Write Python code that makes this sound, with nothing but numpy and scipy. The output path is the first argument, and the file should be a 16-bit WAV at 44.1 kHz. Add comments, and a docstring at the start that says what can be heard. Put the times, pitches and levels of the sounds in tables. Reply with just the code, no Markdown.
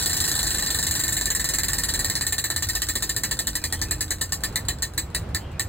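"""Rapid plastic ticks are heard first, spreading out as a tabletop prize wheel coasts to a stop on a patio.
Each peg touches the pointer, bends it and lets go; the pointer snaps back, chatters and rings: noise
bursts drive a broad click and a bank of resonators. The hub adds a low rolling noise.
Behind lie shaped noise for far traffic and leaf hiss, wavering sine tones for a low engine drone,
and gliding, trilled whistles for a faint bird."""
import sys
import numpy as np
from scipy import signal
from scipy.fft import rfft, irfft
from scipy.io import wavfile
from scipy.ndimage import uniform_filter1d

SR = 44100
rng = np.random.default_rng(int(sys.argv[2]) if len(sys.argv) > 2 else 0)


def wav_out(sig):
    """Save sig, one row per channel (or a flat mono array), as 16-bit PCM at SR to the path in sys.argv[1]."""
    wavfile.write(sys.argv[1], SR, np.round(np.clip(np.atleast_2d(sig).T, -1, 1) * 32767).astype(np.int16))


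N = 250532

# Pegs releasing the pointer: (time [s], relative snap level [dB], low-, middle- and high-mode
# ring offsets [dB], relative level of the peg's first touch [dB])
PEG_RELEASES = [(0.0251, -26, -7.5, -2, -4, -30.5), (0.0601, -24, -4, 0.5, -2.5, -36),
                (0.0965, -28.5, -0.5, 3.5, 1, -40), (0.131, -25.5, -3.7, -3, -3, -34),
                (0.167, -25.5, -7, -6, -3.0, -34), (0.2033, -24.5, -4.5, 0, -0.5, -41),
                (0.2403, -25.5, -3.5, -3, -2.6, -38), (0.2782, -26.5, -1.5, 0.5, 0, -31),
                (0.3159, -28.5, 0.5, 5, 2, -36), (0.353, -29.5, -0.5, 6, 2.5, -33),
                (0.3907, -26.8, -4.0, 6, -2, -29.5), (0.4301, -27.5, -0.5, 1, 1, -33),
                (0.4681, -27.5, -1.5, 5, 1, -32), (0.5062, -29.5, -1.5, 5, 3, -34),
                (0.5455, -29.5, -0.5, 6.5, 1.5, -32.5), (0.5842, -29.5, 1.5, 3.5, 3, -33),
                (0.6241, -28.5, 1.2, 5.5, 0.5, -37), (0.6627, -29, 1, 7.5, 1, -35),
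                (0.7043, -27.5, -1, 3.5, 1, -34), (0.7462, -29.5, 2.5, 5, 4, -36),
                (0.7885, -28, -1.5, 2, 0.5, -33.0), (0.8277, -28.6, 0, 3.5, 2.2, -36),
                (0.8674, -28, 0.5, 3.5, 3, -35.0), (0.9108, -27.5, 0, 1, 2.5, -43),
                (0.953, -26.5, -1.5, 0.8, -1, -33), (0.9941, -30, 2, 2, 5, -34),
                (1.037, -28.5, 1.8, 2.5, 2.5, -35), (1.0806, -30.5, 2.5, 2, 5.5, -33),
                (1.1234, -30, 1.5, 0, 6, -36), (1.168, -30.5, 4.5, 5.5, 5.5, -37.0),
                (1.2119, -28, -1.0, 0, 0.5, -38.0), (1.2571, -27.5, 2.7, 1.5, 2, -38),
                (1.3033, -29, 1.5, 3.5, 5.5, -49), (1.3503, -28.5, 3, -1, 4.5, -55),
                (1.3964, -29, 3.5, 2, 2.7, -53), (1.4436, -29, 2.5, 5, 2, -50),
                (1.4895, -26.5, -2, -1.7, 0.5, -38), (1.5371, -27, -0.5, -0.8, 2.5, -40.0),
                (1.5856, -28, 2, 1, 3, -47), (1.6337, -27.5, 1, 2, 1.5, -43),
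                (1.6838, -27.5, 2, -1, 1, -40), (1.7331, -27, 0.3, 0.5, 0, -36.0),
                (1.7835, -26.5, 1.0, -0.1, -1, -35), (1.8356, -28, 1.2, 5, 1, -38),
                (1.8865, -27, -0.0, 3.5, -0.5, -44), (1.9386, -27.5, 1, 3.5, 1, -38),
                (1.9926, -28, 1.9, 3, 2.1, -37.0), (2.0462, -27.5, 1.5, 3, 2, -38),
                (2.0993, -27.5, 2, 3, 0.2, -35), (2.154, -25.5, -0.5, 2, -4, -40),
                (2.2107, -28, 3, 3, 1, -40), (2.267, -29, 2.5, 4, 3.5, -39),
                (2.3239, -29, 4.5, 3, 4.5, -42), (2.3823, -30.5, 5, 5.5, 5.5, -43),
                (2.441, -30.5, 5.2, 7.5, 5, -56), (2.502, -28.5, 2.5, 3.5, 1, -45),
                (2.5627, -27.5, 1.7, 3, -0.2, -45), (2.6243, -27, 0.5, -0.2, 0, -42),
                (2.6881, -26, 0.3, -0.3, -1.9, -38.5), (2.7519, -25, -0.3, -3.5, -3, -35),
                (2.8195, -27, 1.2, 2, -0.3, -41.0), (2.8871, -27, 1.5, -1.3, 1, -37),
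                (2.9548, -25.5, -0.2, -2.5, -3, -43), (3.0244, -26.5, -1.5, -2, 0.1, -39.0),
                (3.0936, -27.5, 2.5, -2, 1.7, -41), (3.1644, -27, 0.2, 0.5, 0.2, -41),
                (3.2359, -26, 1, -1, -1, -48.0), (3.3119, -27, 1.3, 2.5, -0.5, -43),
                (3.391, -26.5, -0.9, -0.5, -0.5, -39.5), (3.471, -26, -2, 0, -2, -47),
                (3.5542, -26, -0.3, -1.5, -2.5, -40.5), (3.6404, -26, -0.5, -3.5, -3, -42.5),
                (3.7255, -25.5, 0.5, -4.5, -5.5, -46), (3.8163, -26, -0.5, -4, -3.5, -42),
                (3.9106, -28.5, 2, 2.5, 3.5, -44), (4.0084, -26.5, -0.5, -1.5, -0.8, -47.0),
                (4.1075, -27, 0.3, 0.5, 0, -43), (4.2129, -27, 1, -2, 1.2, -46.5),
                (4.3226, -26, -0.5, -5, 0, -45), (4.437, -27, 3, 3, -1, -46),
                (4.5585, -26, 2.1, 3.5, -3, -48.0), (4.6855, -27.5, 1.3, 5.5, 0.5, -45),
                (4.8232, -27.5, 1.9, 5, 0.5, -45), (4.9785, -29, 3, 6.5, 3, -46),
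                (5.1485, -27, 2, 4.5, -3.5, -55), (5.3479, -29, 5, 6, -0.5, -56),
                (5.5964, -31.0, 8, 7, 4.5, -57)]
# Where in a gap the next peg meets the pointer: (gap between ticks [s], share of gap elapsed [0-1])
TOUCH_POSITIONS = [(.036, .69), (.08, .73), (.14, .735), (.2, .715), (.25, .68)]
# Resonances of the pointer: (nominal frequency [Hz], level over the snap before offsets [dB], T60 [s])
POINTER_MODES = [(1115, -20.5, 0.0047), (1771, -13.5, 0.06), (1833.7, -8.5, 0.033), (4030, -9.5, 0.048),
                 (4328, -10, 0.01), (6940, -11.5, 0.019), (7524, -6, 0.013), (7670, -5.5, 0.0073),
                 (9410, -10.5, 0.0027), (13000, -7, 0.003)]
# Centres of the low, middle and high mode groups: frequency [Hz]
MODE_GROUP_CENTRES = [1800, 4100, 7600]
# Spectrum of the bare contact: (frequency [Hz], relative level per Hz [dB])
SNAP_SPECTRUM = [(80, -15.5), (180, -2), (350, 3.5), (520, -8), (780, -3.5), (1400, -9), (2300, -16),
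                 (3000, -6.5), (4800, 6), (5900, -0.5), (6800, -1), (8600, -1), (9700, 3), (11300, -7),
                 (13300, -1), (15700, -5)]
# Mean phase by which the left channel leads the right: (frequency [Hz], phase [rad])
CHANNEL_PHASE = [(2950, 0.04), (3250, 2.81), (3950, 0.93), (4400, 1.65), (4950, 3.09), (5600, 3.26),
                 (6500, 4.88), (7900, 6.19), (8950, 6.4), (10750, 9.28), (12400, 9.59), (12950, 10.75),
                 (14400, 12.54)]
# Left-right likeness of the wheel, which sets its phase flutter: (frequency [Hz], likeness [0-1])
WHEEL_LIKENESS = [(200, 0.99), (700, 0.54), (1400, 1), (2100, 1), (2900, 0.16), (4000, 0.98), (5300, 0.92),
                  (6200, 0.59), (8300, 0.84), (10000, 0.46), (11400, 1), (13500, 0.52), (14800, 0.98)]
# Spectrum of the outdoor background: (frequency [Hz], relative level per Hz [dB])
YARD_SPECTRUM = [(20, -77), (35, -57.5), (44, -65), (60, -54), (100, -62.5), (135, -59), (200, -69.5),
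                 (330, -71.5), (600, -75.5), (1100, -78.5), (2200, -87.5), (4500, -95), (9000, -107),
                 (15000, -113)]
# Left-right likeness of the background: (frequency [Hz], likeness [0-1])
BACKGROUND_LIKENESS = [(100, 1), (250, 1), (600, 0.54), (1000, 0.38), (1800, 0.82), (3000, 0.04),
                       (15000, 0)]
# Swell of far motors: (time [s], relative level of lowest engine tone [dB], relative rumble level [dB])
MOTOR_SWELL = [(0.0, -40, -43), (0.08, -56, -43), (0.22, -47, -31), (0.32, -64, -44), (0.46, -30, -36),
               (0.57, -61, -48), (0.65, -48, -37.5), (1.06, -50, -32.5), (1.17, -37.5, -40),
               (1.87, -34.5, -41), (2.12, -54, -42), (2.34, -48, -41), (2.59, -53, -33), (2.67, -46, -28.5),
               (2.75, -31, -42), (2.86, -40, -36), (3.45, -41, -40), (3.51, -32.5, -42), (3.65, -48, -48),
               (3.76, -42, -41), (3.86, -34, -33), (4.33, -44.5, -45), (4.43, -38.5, -38), (5.52, -47, -32),
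               (5.58, -54, -41), (5.68, -53, -29)]
# Tones of the engine: (mean frequency [Hz], rms level [dB])
ENGINE_TONES = [(53.5, -42), (86, -44), (309, -53.5), (514, -61.5)]
# Far bird notes: (time [s], length [s], first frequency [Hz], last frequency [Hz], relative level [dB])
BIRD_NOTES = [(3.412, .06, 2700, 2980, -51), (3.58, 0.082, 2450, 2390, -48.5),
              (3.688, 0.032, 3030, 3610, -46.5), (3.746, 0.047, 2900, 3580, -48),
              (3.847, 0.053, 2480, 2520, -46), (5.38, 0.1, 3100, 3270, -55), (5.40, 0.066, 2840, 2830, -53),
              (5.497, .035, 2810, 2470, -52), (5.523, .07, 2420, 2400, -54)]
# Channel balance: (frequency [Hz], left minus right level [dB])
CHANNEL_BALANCE = [(70, -.2), (300, -3), (650, -3), (1100, 1), (1500, 0), (3000, 0), (3900, 2), (4800, 0)]

EDGE_HZ = 16000  # upper band limit
LEAD_S = .003  # time the pointer scrapes along the peg before it lands
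TICK_SAMPLES = 8192


def gain_of(db):
    """Level definition: an amplitude ratio is ten to the power dB / 20."""
    return 10 ** (np.asarray(db) / 20)


def evened(x):
    """Mean-power normalisation: the rms becomes 1."""
    return x / np.sqrt(np.mean(x ** 2) + 1e-20)


def unit(x):
    """Energy normalisation: the sum of squares becomes 1."""
    return x / (np.linalg.norm(x) + 1e-12)


def read(points, hz):
    """Linear interpolation on a logarithmic frequency axis."""
    f, value = np.transpose(points)
    return np.interp(np.log(hz + 1), np.log(f + 1), value)


def add(mix, s, sound):
    """Superposition: adds a sound to the mix at time s [s], trimmed at both ends."""
    start = round(s * SR)
    sound = sound[max(-start, 0):]
    part = mix[max(start, 0):][:len(sound)]
    part += sound[:len(part)]


def drift(rate_hz):
    """Low-pass filtered noise: a slow random wander of rms 1."""
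    hz = np.fft.rfftfreq(N, 1 / SR)
    spectrum = rfft(rng.standard_normal(N)) * np.exp(-(hz / rate_hz) ** 2)
    return evened(irfft(spectrum, N))


def minimum_phase(points):
    """Minimum-phase principle: the Hilbert transform of log gain gives the most compact causal click."""
    hz = abs(np.fft.fftfreq(TICK_SAMPLES, 1 / SR))
    log_gain = np.log(gain_of(read(points, hz)))
    return np.exp(np.conj(signal.hilbert(log_gain)))[:TICK_SAMPLES // 2 + 1]


def chatter(bounce_s, loss_db, contact_s, scrape_db, count=8):
    """Repeated lossy impact: force spectrum of a scrape, a landing at LEAD_S and weakening bounces."""
    t = np.arange(TICK_SAMPLES // 4) / SR - LEAD_S
    gaps = bounce_s * np.exp(.11 * rng.standard_normal(count))
    sizes = gain_of(-loss_db * np.arange(count) + 1.3 * rng.standard_normal(count))
    landings = np.cumsum(gaps) - gaps[0]
    age = t - landings[:, None]
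    contacts = sizes @ ((age >= 0) * np.exp(-abs(age) / contact_s))
    scrape = gain_of(scrape_db) * np.exp(-abs(t) / .0018)
    return rfft((contacts + scrape) * rng.standard_normal(len(t)), TICK_SAMPLES)


def scatter(wet_db, t60, shade_hz=12000, late_db=-22, late_t60=0.31):
    """Multiple reflection: a treble-shaded direct path plus dense echoes off disc, stand and patio."""
    t, hz = np.arange(TICK_SAMPLES) / SR, np.fft.rfftfreq(TICK_SAMPLES, 1 / SR)
    direct = 1 / (1 + 1.3j * hz / shade_hz - (hz / shade_hz) ** 2)  # second-order low-pass
    decay = gain_of(-60 * t / t60) + gain_of(late_db - 60 * t / late_t60)
    build_up = 1 - np.exp(-(t / 0.0043) ** 2)
    echoes = unit(decay * build_up * rng.standard_normal(len(t)))
    return direct + gain_of(wet_db) * rfft(echoes)


def strike(force, colour, ring_db, load=1, detune=0.0089):
    """Modal superposition: a broad snap plus randomly detuned modes; a load factor below 1 lowers the low ones."""
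    hz, db, t60 = np.transpose(POINTER_MODES)
    db = db + np.interp(hz, MODE_GROUP_CENTRES, ring_db)
    low = hz < np.mean(MODE_GROUP_CENTRES[:2])
    hz = hz * np.where(low, load, 1) * (1 + detune * rng.standard_normal(len(hz)))
    sound = unit(irfft(force * colour * scatter(wet_db=1.5, t60=.11)))
    high_drive = irfft(force * scatter(wet_db=-2, t60=.11))
    low_drive = irfft(force * scatter(wet_db=0, t60=0.096))  # low modes spread through the whole disc
    for f, level_db, decay_s, is_low in zip(hz, db, t60, low):
        radius = np.exp(-np.log(1000) / (decay_s * SR))  # pole radius for the wanted T60
        poles = [1, -2 * radius * np.cos(2 * np.pi * f / SR), radius ** 2]
        ring = signal.lfilter([1, 0, -1], poles, low_drive if is_low else high_drive)
        sound += gain_of(level_db) * unit(ring)
    return sound


def wheel(snap_db=30, touch_db=27, fast_loss_db=1.6, loss_growth_db=0.9):
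    """Elastic release: each peg touches the pointer late in the gap, then frees it with a chattering snap."""
    out, colour = np.zeros(N), minimum_phase(SNAP_SPECTRUM)
    rows = np.array(PEG_RELEASES)
    first_gap = rows[1, 0] - rows[0, 0]
    earlier = [rows[0, 0] - first_gap, *rows[0, 1:]]  # the wheel is already turning
    rows = np.vstack([earlier, rows])
    gaps = np.diff(rows[:, 0], prepend=rows[0, 0] - first_gap)
    for (s, db, *ring_db, soft_db), gap in zip(rows, gaps):
        # a fast wheel keeps the pointer bouncing: less loss per bounce
        loss_db = fast_loss_db + loss_growth_db * np.log2(gap / first_gap)
        release = chatter(bounce_s=.0032, loss_db=loss_db, contact_s=.0008, scrape_db=-15.5)
        add(out, s - LEAD_S, gain_of(db + snap_db) * strike(release, colour, ring_db))

        touch = chatter(bounce_s=.0012, loss_db=4, contact_s=.0006, scrape_db=-14)
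        touch_s = s - gap * (1 - np.interp(gap, *np.transpose(TOUCH_POSITIONS)))
        touch_sound = strike(touch, colour, ring_db=[-1, 0, -5], load=.85)
        add(out, touch_s - LEAD_S, gain_of(soft_db + touch_db) * touch_sound)
    return out


def widened(x, spread=0.85):
    """Interchannel phase: left and right differ by frequency, with a random flutter that widens the image."""
    hz, _, z = signal.stft(x, SR, nperseg=256, noverlap=192)
    likeness = np.clip(read(WHEEL_LIKENESS, hz), .05, 1)
    flutter = spread * np.sqrt(-2 * np.log(likeness))[:, None]  # less alike, more flutter
    chance = uniform_filter1d(rng.standard_normal(z.shape), size=3, axis=0)  # over frequency
    chance = evened(uniform_filter1d(chance, size=4, axis=1))  # over time
    phase = read(CHANNEL_PHASE, hz)[:, None] + flutter * chance
    turn = np.exp(.5j * phase)  # half to each side
    return signal.istft(z * np.array([turn, 1 / turn]), SR, nperseg=256, noverlap=192)[1][:, :N]


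def band_noise(order, low_hz, high_hz):
    """Band-pass filtering: white noise confined to one band, with rms 1."""
    band = signal.butter(order, [low_hz, high_hz], "band", fs=SR, output="sos")
    return evened(signal.sosfilt(band, rng.standard_normal(N)))


def bearing(low_hz=135, high_hz=240, level_db=-48.5, fall_db=2):
    """Rolling noise: the hub's low band weakens by fall_db each time the speed halves."""
    s = np.array(PEG_RELEASES)[:, 0]
    halvings = np.log2(np.diff(s) / (s[1] - s[0]))
    slowing = np.interp(np.arange(N) / SR, s[1:], halvings)
    return gain_of(level_db - fall_db * slowing) * band_noise(2, low_hz, high_hz)


def yard(level_db=-1, swell_db=2.3):
    """Partial coherence: traffic rumble and leaf hiss share their noise between the sides, fully in the bass."""
    hz = np.fft.rfftfreq(N, 1 / SR)
    a, b = rfft(rng.standard_normal((2, N)))
    same = np.clip(read(BACKGROUND_LIKENESS, hz), 0, 1)
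    right = same * a + np.sqrt(1 - same ** 2) * b
    z = np.array([a, right]) * gain_of(read(YARD_SPECTRUM, hz) + level_db)
    return irfft(z, N) * np.sqrt(SR / 2) * gain_of(swell_db * drift(1.5))  # sqrt: level per Hz to amplitude


def rumble(low_hz=64, high_hz=116, level_db=-3.5):
    """Amplitude-modulated band noise: the low roll of far traffic comes and goes."""
    s, _, db = np.transpose(MOTOR_SWELL)
    swell_db = np.interp(np.arange(N) / SR, s, db)
    return gain_of(swell_db + level_db) * band_noise(3, low_hz, high_hz)


def drone(waver=0.00566, throb=0.72):
    """Frequency and amplitude modulation: a far engine's tones waver in pitch and swell in level."""
    s, db, _ = np.transpose(MOTOR_SWELL)
    out = np.zeros(N)
    for k, (tone_hz, tone_db) in enumerate(ENGINE_TONES):
        turns = np.cumsum(tone_hz * (1 + waver * drift(5.42))) / SR
        if k == 0:  # the lowest tone follows the table
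            swell = gain_of(np.interp(np.arange(N) / SR, s, db))
        else:
            swell = 1 + throb * drift(1.6)
        out += gain_of(tone_db) * evened(swell * np.sin(2 * np.pi * turns))
    return out


def bird(trill_hz=36, trill_depth=0.044, echo_t60=0.41):
    """Frequency modulation and reverberation: gliding, trilled whistles are blurred by the garden."""
    out = np.zeros(N)
    for s, length, first_hz, last_hz, db in BIRD_NOTES:
        t = np.arange(0, length, 1 / SR)
        glide = np.linspace(first_hz, last_hz, len(t))
        hz = glide * (1 + trill_depth * np.sin(2 * np.pi * trill_hz * t))
        whistle = np.sin(2 * np.pi * np.cumsum(hz) / SR)
        add(out, s, gain_of(db) * whistle * signal.windows.tukey(len(t), .5))
    t = np.arange(TICK_SAMPLES) / SR
    echo = unit(gain_of(-60 * t / echo_t60) * rng.standard_normal(len(t)))
    return .45 * out + 1.1 * signal.fftconvolve(out, echo)[:N]


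def scene():
    """Linear superposition: the wheel up close, the outdoors behind it."""
    return widened(wheel()) + bearing() + yard() + rumble() + drone() + bird()


def record(dry):
    """Linear filtering: a slight channel imbalance by frequency, then a low-pass band limit."""
    lean_db = read(CHANNEL_BALANCE, np.fft.rfftfreq(N, 1 / SR)) / 2
    heard = irfft(rfft(dry) * gain_of([lean_db, -lean_db]), N)
    lowpass = signal.firwin(511, EDGE_HZ, window=("kaiser", 8), fs=SR)
    return signal.oaconvolve(heard, lowpass[None], "same", axes=1)


dry = scene()
out = record(dry)
wav_out(out)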